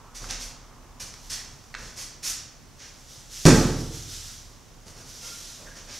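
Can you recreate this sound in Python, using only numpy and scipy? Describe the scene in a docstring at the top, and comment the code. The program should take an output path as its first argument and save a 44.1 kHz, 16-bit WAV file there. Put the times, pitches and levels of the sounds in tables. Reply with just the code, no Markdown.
"""A big stretched canvas is carried across a studio and set down with one hollow, drum-like thud.
The cloth sways on the way; the wooden frame knocks on the floor and the cloth rings in its modes.
Sandals scuff, thump, tick and squeak on cardboard, denim brushes, and plastic sheeting rustles
as the canvas is shifted. The bare room rings on, over room tone and a faint distant rush."""
import sys
import numpy as np
from scipy import signal
from scipy.fft import rfft, irfft, next_fast_len
from scipy.io import wavfile

SR = 44100
rng = np.random.default_rng(int(sys.argv[2]) if len(sys.argv) > 2 else 0)


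def store_wav(level_fs):
    """Save 16-bit WAV to argv[1]."""
    pcm = np.round(np.clip(np.atleast_2d(level_fs), -1, 1) * 32767)
    wavfile.write(sys.argv[1], SR, pcm.T.astype(np.int16))


N = 264159
T = np.arange(N) / SR


def amp(db):
    """Decibels to gain."""
    return 10 ** (np.asarray(db) / 20)


def unit_rms(x):
    """x scaled to rms 1."""
    return x / np.sqrt(np.mean(x ** 2) + 1e-20)


def log_interp(points, hz):
    """(freq_hz, value) points read on a log axis."""
    freq_hz, values = np.transpose(points)
    return np.interp(np.log(hz + 1), np.log(freq_hz + 1), values)


def gain_curve(points):
    """(time_s, level_db) points as one gain per sample."""
    return amp(np.interp(T, *np.transpose(points)))


def filtered(x, response):
    """x through a gain that depends on frequency."""
    n = x.shape[-1]
    size = next_fast_len(n + 8192, True)
    return irfft(rfft(x, size) * response(np.fft.rfftfreq(size, 1 / SR)), size)[..., :n]


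def coloured(x, spectrum):
    """x shaped by (freq_hz, gain_db) points, at rms 1."""
    return unit_rms(filtered(x, lambda hz: amp(log_interp(spectrum, hz))))


def noise(spectrum):
    """Coloured Gaussian noise."""
    return coloured(rng.standard_normal(N), spectrum)


def resonance(centre_hz, width_hz):
    """Noise in one resonant band."""
    white = rng.standard_normal(N)
    return unit_rms(filtered(white, lambda hz: 1 / (1 + ((hz - centre_hz) / width_hz) ** 2)))


def slips(rate_per_s, spread_db):
    """Tiny random slips of uneven size."""
    impulses = (rng.random(N) < rate_per_s / SR) * rng.standard_normal(N)
    return unit_rms(impulses * amp(spread_db * rng.standard_normal(N)))


def burst(start_s, rise_s, hold_s, t60_s):
    """Envelope: linear rise, hold, exponential decay."""
    age_s = T - start_s
    decay = np.exp(-np.log(1000) * np.clip((age_s - rise_s - hold_s) / t60_s, 0, 10))
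    return np.clip(age_s / rise_s, 0, 1) * decay


def widen(pair, width):
    """Mid and side to left and right; width is (freq_hz, side_db) points."""
    side = filtered(pair[1], lambda hz: amp(log_interp(width, hz)))
    return np.array([pair[0] + side, pair[0] - side])


# room tone spectrum: freq_hz, gain_db
TONE_SPECTRUM = [(15, -19), (25, -1), (98, -2), (136, -0.5), (178, -10.5), (252, -9.5), (305, -12),
                 (508, -15), (720, -15.5), (994, -18.5), (2550, -23.5), (4240, -26), (6020, -21),
                 (8770, -31.5), (15400, -37.5)]
# its stereo width: freq_hz, side_db
TONE_WIDTH = [(30, -10), (100, -7), (350, -4.5), (1200, -7), (4000, -6.5), (14000, -1.5)]


def room_tone():
    """Steady, low-heavy stereo noise."""
    return amp(-52) * widen([noise(TONE_SPECTRUM), noise(TONE_SPECTRUM)], TONE_WIDTH)


def cloth_sway(sway_hz=33.2, hum_hz=246.2):
    """Swung round, the cloth sways in its lowest mode and hums in a higher one, never quite still."""
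    swing = amp(-55.5) + amp(-45.5) * burst(0, 0.35, 0, t60_s=3.6)
    return swing * (resonance(sway_hz, 4) + amp(-16) * resonance(hum_hz, 12))


# distant rush: time_s, level_db
RUSH_LEVELS = [(0, -54.5), (.9, -58.5), (1.6, -61.5), (2.4, -67.5), (6, -65)]


def distant_rush():
    """A faint midrange band, loudest at the start."""
    return gain_curve(RUSH_LEVELS) * resonance(centre_hz=1054, width_hz=330)


# sole friction spectrum: freq_hz, gain_db
SOLE_SPECTRUM = [(530, -29), (900, -19), (1610, -11), (3840, -7.5), (4320, -4), (5750, 1.5), (6710, -1.5),
                 (7560, -7.5), (10300, -13), (13100, -19), (15400, -34)]
# sandal on cardboard: start_s, stroke_s, scuff_db, thump_db, pressure_0_to_1
FOOTFALLS = [(.142, 0.038, -39.5, -57.5, 0.3), (.2, 0.087, -45.5, -46.5, 0.42),
             (0.284, 0.05, -35.5, -58, 1), (.394, 0.045, -37.5, -62, 0.14), (0.996, 0.026, -35, -48, .25),
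             (1.293, 0.044, -31, -52, 0.24), (1.754, 0.15, -46, -47, 0.5), (1.956, 0.074, -36.5, -52, 0.18),
             (2.223, 0.079, -29, -51.5, 0.04), (2.78, 0.078, -45.5, -65.5, 1),
             (4.853, 0.046, -48.5, -48.5, 0.2), (4.95, .07, -48.5, -54.5, 0.45),
             (5.205, 0.078, -42.5, -49.5, 0.34), (5.57, 0.15, -61, -52.5, 0.82),
             (5.75, 0.039, -44.5, -59, 0.84), (5.868, 0.092, -42.5, -56, .95)]
RISE_SHARE = 0.31  # of a stroke


def sole_scuffs(drag_db=-16, drag_s=0.096, t60_s=0.13):
    """Dense slips under a sole: a stroke, then a weaker drag. Pressure adds rasp, a light brush fizz."""
    grit = coloured(slips(rate_per_s=18000, spread_db=2.5), SOLE_SPECTRUM)
    rasp = filtered(grit, lambda hz: 1 / (1 + (hz / 3000) ** 4))
    fizz = filtered(grit, lambda hz: 1 - 1 / (1 + (hz / 8000) ** 8))
    out = np.zeros(N)
    for start_s, stroke_s, scuff_db, _, pressure in FOOTFALLS:
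        rise_s = RISE_SHARE * stroke_s
        stroke = burst(start_s, rise_s, stroke_s - rise_s, t60_s)
        drag = amp(drag_db) * burst(start_s, rise_s, drag_s, t60_s)
        rasp_db, fizz_db = 1 + 6.5 * pressure, 4 - 12 * pressure
        friction = grit + (amp(rasp_db) - 1) * rasp + (amp(fizz_db) - 1) * fizz
        out += amp(scuff_db) * np.maximum(stroke, drag) * friction
    return out


# floorboard thump spectrum: freq_hz, gain_db
BOARD_SPECTRUM = [(30, -14), (55, -1), (110, 5), (170, -4), (260, -5.5), (500, -16.5), (1200, -50)]
# cardboard clap spectrum: freq_hz, gain_db
CLAP_SPECTRUM = [(120, -9.5), (280, -10.5), (550, -4), (900, -11), (1600, -13), (4000, -38)]


def foot_thumps():
    """Each footfall thumps the boards; more pressure claps the cardboard harder."""
    boards, clap = noise(BOARD_SPECTRUM), noise(CLAP_SPECTRUM)
    out = np.zeros(N)
    for start_s, stroke_s, _, thump_db, pressure in FOOTFALLS:
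        envelope = burst(start_s, RISE_SHARE * stroke_s, 0, t60_s=0.64)
        out += amp(thump_db) * envelope * (boards + amp(-5.5 + 10.5 * pressure) * clap)
    return out


# sandal snaps and popping creases: start_s, level_db, pitch_hz
TICKS = [(0.242, -31.5, 1350), (0.3018, -26, 3660), (0.3087, -18.5, 6000), (1.1392, -31, 5130),
         (1.6387, -44, 5340), (1.7413, -26, 1920), (1.7493, -21, 1560), (4.8815, -38, 4860)]


def ticks(crack_db=-8, ring_cycles=12):
    """A snap is a brief ring with a short crack; lower snaps have duller cracks."""
    crack = noise([(300, -9.5), (1400, 2.5), (3000, 3.0), (6500, 5.5), (14000, -16)])
    out = np.zeros(N)
    for start_s, level_db, pitch_hz in TICKS:
        ring = np.sin(2 * np.pi * pitch_hz * (T - start_s))
        ring *= burst(start_s, 0.00035, 0.00043, t60_s=ring_cycles / pitch_hz)
        cutoff_hz = min(2.95 * pitch_hz, SR / 3)
        dulled = signal.lfilter(*signal.butter(2, cutoff_hz, fs=SR), crack)
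        dulled *= burst(start_s, 0.0003, 0.0016, t60_s=0.018)
        out += amp(level_db) * (ring + amp(crack_db) * dulled)
    return out


# denim brushing as the legs move: time_s, level_db
DENIM_LEVELS = [(0, -76), (.9, -74), (1.25, -49.5), (1.6, -59), (2.6, -66), (3, -54), (4.6, -63), (6, -52)]
# canvas and feet shoving over the sheeting: start_s, hold_s, level_db
SHOVES = [(3.062, .01, -46.5), (3.286, 0.17, -38.5), (3.485, .04, -31), (3.745, .01, -41.5),
          (3.891, 0.021, -39), (4.054, 0.055, -39), (4.205, 0.039, -43.5), (5.03, 0.21, -45.5),
          (5.207, 0.23, -43), (5.507, 0.031, -52), (5.9, 0.061, -45.5)]
# rustle spectrum: freq_hz, gain_db
RUSTLE_SPECTRUM = [(590, -50), (1000, -32), (1260, -14), (1390, -13.5), (1600, -14.5), (2500, -13),
                   (3140, -8), (4690, -6), (5760, -0.5), (9000, -13), (12700, -17.5), (15400, -31)]


def denim_and_sheeting(rise_s=0.047, settle_t60_s=0.78):
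    """Denim brushes softly; thin plastic crinkles with each shove, then settles."""
    shove_power = sum((amp(level_db) * burst(start_s, rise_s, hold_s, settle_t60_s)) ** 2
                      for start_s, hold_s, level_db in SHOVES)
    crinkle = coloured(slips(rate_per_s=12000, spread_db=1.0), RUSTLE_SPECTRUM)
    return np.sqrt(shove_power + gain_curve(DENIM_LEVELS) ** 2) * crinkle


# faint sole squeaks: start_s, hold_s, pitch_hz, width_hz, level_db
SQUEAKS = [(1.318, 0.086, 1948, 400, -49.5), (5.227, 0.11, 1395, 7.2, -52.5), (5.656, 0.02, 1680, 227, -47),
           (5.7, .012, 1684, 93, -50), (5.748, .018, 1867, 66, -55)]


def sole_squeaks(rise_s=0.013):
    """Rubber sticks and slips: a tone whose phase wanders."""
    out = np.zeros(N)
    for start_s, hold_s, pitch_hz, width_hz, level_db in SQUEAKS:
        wander_rad = np.cumsum(rng.standard_normal(N)) * np.sqrt(2 * np.pi * width_hz / SR)
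        tone = unit_rms(np.sin(2 * np.pi * pitch_hz * T + wander_rad))
        out += amp(level_db) * burst(start_s, rise_s, hold_s, t60_s=0.049) * tone
    return out


# wooden knock spectrum: freq_hz, gain_db
WOOD_SPECTRUM = [(50, -33), (110, -5.5), (220, 2.5), (380, -3), (550, -6.5), (750, -11.5), (1000, -14),
                 (1500, -11), (2200, -19), (3500, -28.5), (9000, -58)]
# sheeting slap spectrum: freq_hz, gain_db
SLAP_SPECTRUM = [(1200, -38), (2000, -17), (2900, -11), (4200, -2), (5200, -3), (6500, 2.5), (8500, -16),
                 (12500, -25), (15500, -42)]
# frame edge meeting the floor: start_s, wood_db, slap_db, crack_db
CONTACTS = [(3.4529, -8.5, -13, -14.5), (3.4621, -10, -18, -10), (3.467, -14.5, -17, -12),
            (3.482, -10, -19, -24)]


def frame_knocks():
    """The frame lands in quick contacts, each a wooden knock, a slap on the sheeting and a crack."""
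    wood, slap = noise(WOOD_SPECTRUM), noise(SLAP_SPECTRUM)
    crack = noise([(400, 8), (1200, -6), (3000, -0.5), (6500, 1.0), (12000, -8), (16000, -23)])
    out = np.zeros(N)
    for start_s, wood_db, slap_db, crack_db in CONTACTS:
        out += amp(wood_db) * burst(start_s, 0.00072, 0, t60_s=0.068) * wood
        out += amp(slap_db) * burst(start_s, 0.00044, 0, t60_s=0.047) * slap
        out += amp(crack_db) * burst(start_s, 0.00055, 0.00092, t60_s=0.0053) * crack
    return out


# modes of stretched cloth and frame: pitch_hz, level_db, t60_s
CANVAS_MODES = [(33.2, -19.5, 1.4), (76.5, -26, 1.73), (103.8, -27, 1.95), (121, -19, 1.17),
                (142.3, -22.5, 1.22), (159.2, -12.5, 0.84), (175.7, -29, 0.8), (222, -20, 0.28),
                (240.5, -15, 0.66), (247.4, -29, 0.97), (297.2, -25, 0.98), (334, -38, 0.86),
                (346, -17, 0.53), (363.5, -23.5, 0.85), (379.5, -18, 0.29), (476, -45, 0.43),
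                (516, -24, 0.61), (530, -21.5, 0.58), (613, -33.5, 0.98), (752, -36.5, 1.16),
                (794, -36.5, 1), (820, -33.5, 0.81), (1360, -53, .6), (1579, -28, 0.66), (1690, -39, 0.42)]


def canvas_drum():
    """One deep push on landing, then a slack-drum ring; neighbouring modes swing in opposite senses."""
    start_s = CONTACTS[0][0]

    def mode(pitch_hz, level_db, t60_s):
        envelope = amp(level_db) * burst(start_s, 0.0034, 0, t60_s)
        return envelope * np.cos(2 * np.pi * pitch_hz * (T - start_s))

    ring = sum((-1) ** k * mode(*row) for k, row in enumerate(CANVAS_MODES))
    return ring - mode(pitch_hz=155, level_db=-7, t60_s=0.11)


# bare room's decay: freq_hz, t60_s
ROOM_DECAY = [(60, 0.37), (250, 0.94), (1000, 0.81), (3000, 0.65), (6000, 0.59), (10000, 0.36),
              (15000, 0.23)]
# stereo width of its tails: freq_hz, side_db
TAIL_WIDTH = [(200, -24), (700, -17), (2000, -28), (4000, -15), (8000, -5), (14000, -5)]


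def room(x, wet_db, crossfade_hz, tails, build_s=0.0046):
    """Direct sound plus several room tails, steadily cross-faded to keep the reverberation smooth."""
    shares = np.array([np.cos(2 * np.pi * crossfade_hz * (k + 1) * T + k) for k in range(tails)])
    shares /= np.linalg.norm(shares, axis=0)
    out = np.array([x, x])
    for share in shares:
        hz, age_s, spectra = signal.stft(rng.standard_normal((2, SR)), SR, nperseg=256)
        t60_s = log_interp(ROOM_DECAY, hz)[:, None]
        fade = amp(-60 * age_s / t60_s) * (1 - np.exp(-age_s / build_s))
        fade /= np.sqrt(np.sum(fade ** 2, axis=1, keepdims=True) * age_s[1] * SR)  # equal band energy
        tail = widen(signal.istft(spectra * fade, SR, nperseg=256)[1], TAIL_WIDTH)
        out += amp(wet_db) * signal.fftconvolve((x * share)[None], tail, axes=1)[:, :N]
    return out / np.hypot(1, amp(wet_db))


def scene():
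    """All sources in the room, a little to the right."""
    movement = room(sole_scuffs() + denim_and_sheeting() + foot_thumps(),
                    wet_db=0.5, crossfade_hz=11, tails=4)
    sandals = room(ticks() + sole_squeaks(), wet_db=-2, crossfade_hz=1.5, tails=2)
    thud = room(frame_knocks(), wet_db=3.0, crossfade_hz=9, tails=3) + canvas_drum()
    background = room_tone() + cloth_sway() + distant_rush()
    return (movement + sandals + thud + background) * amp([[-0.85], [0.85]])


def record(dry, cutoff_hz=15750):
    """Soft clip at full scale, then a brick-wall low-pass."""
    clipped = dry / (1 + np.abs(dry) ** 8) ** (1 / 8)
    return filtered(clipped, lambda hz: hz < cutoff_hz)


dry = scene()
out = record(dry)
store_wav(out)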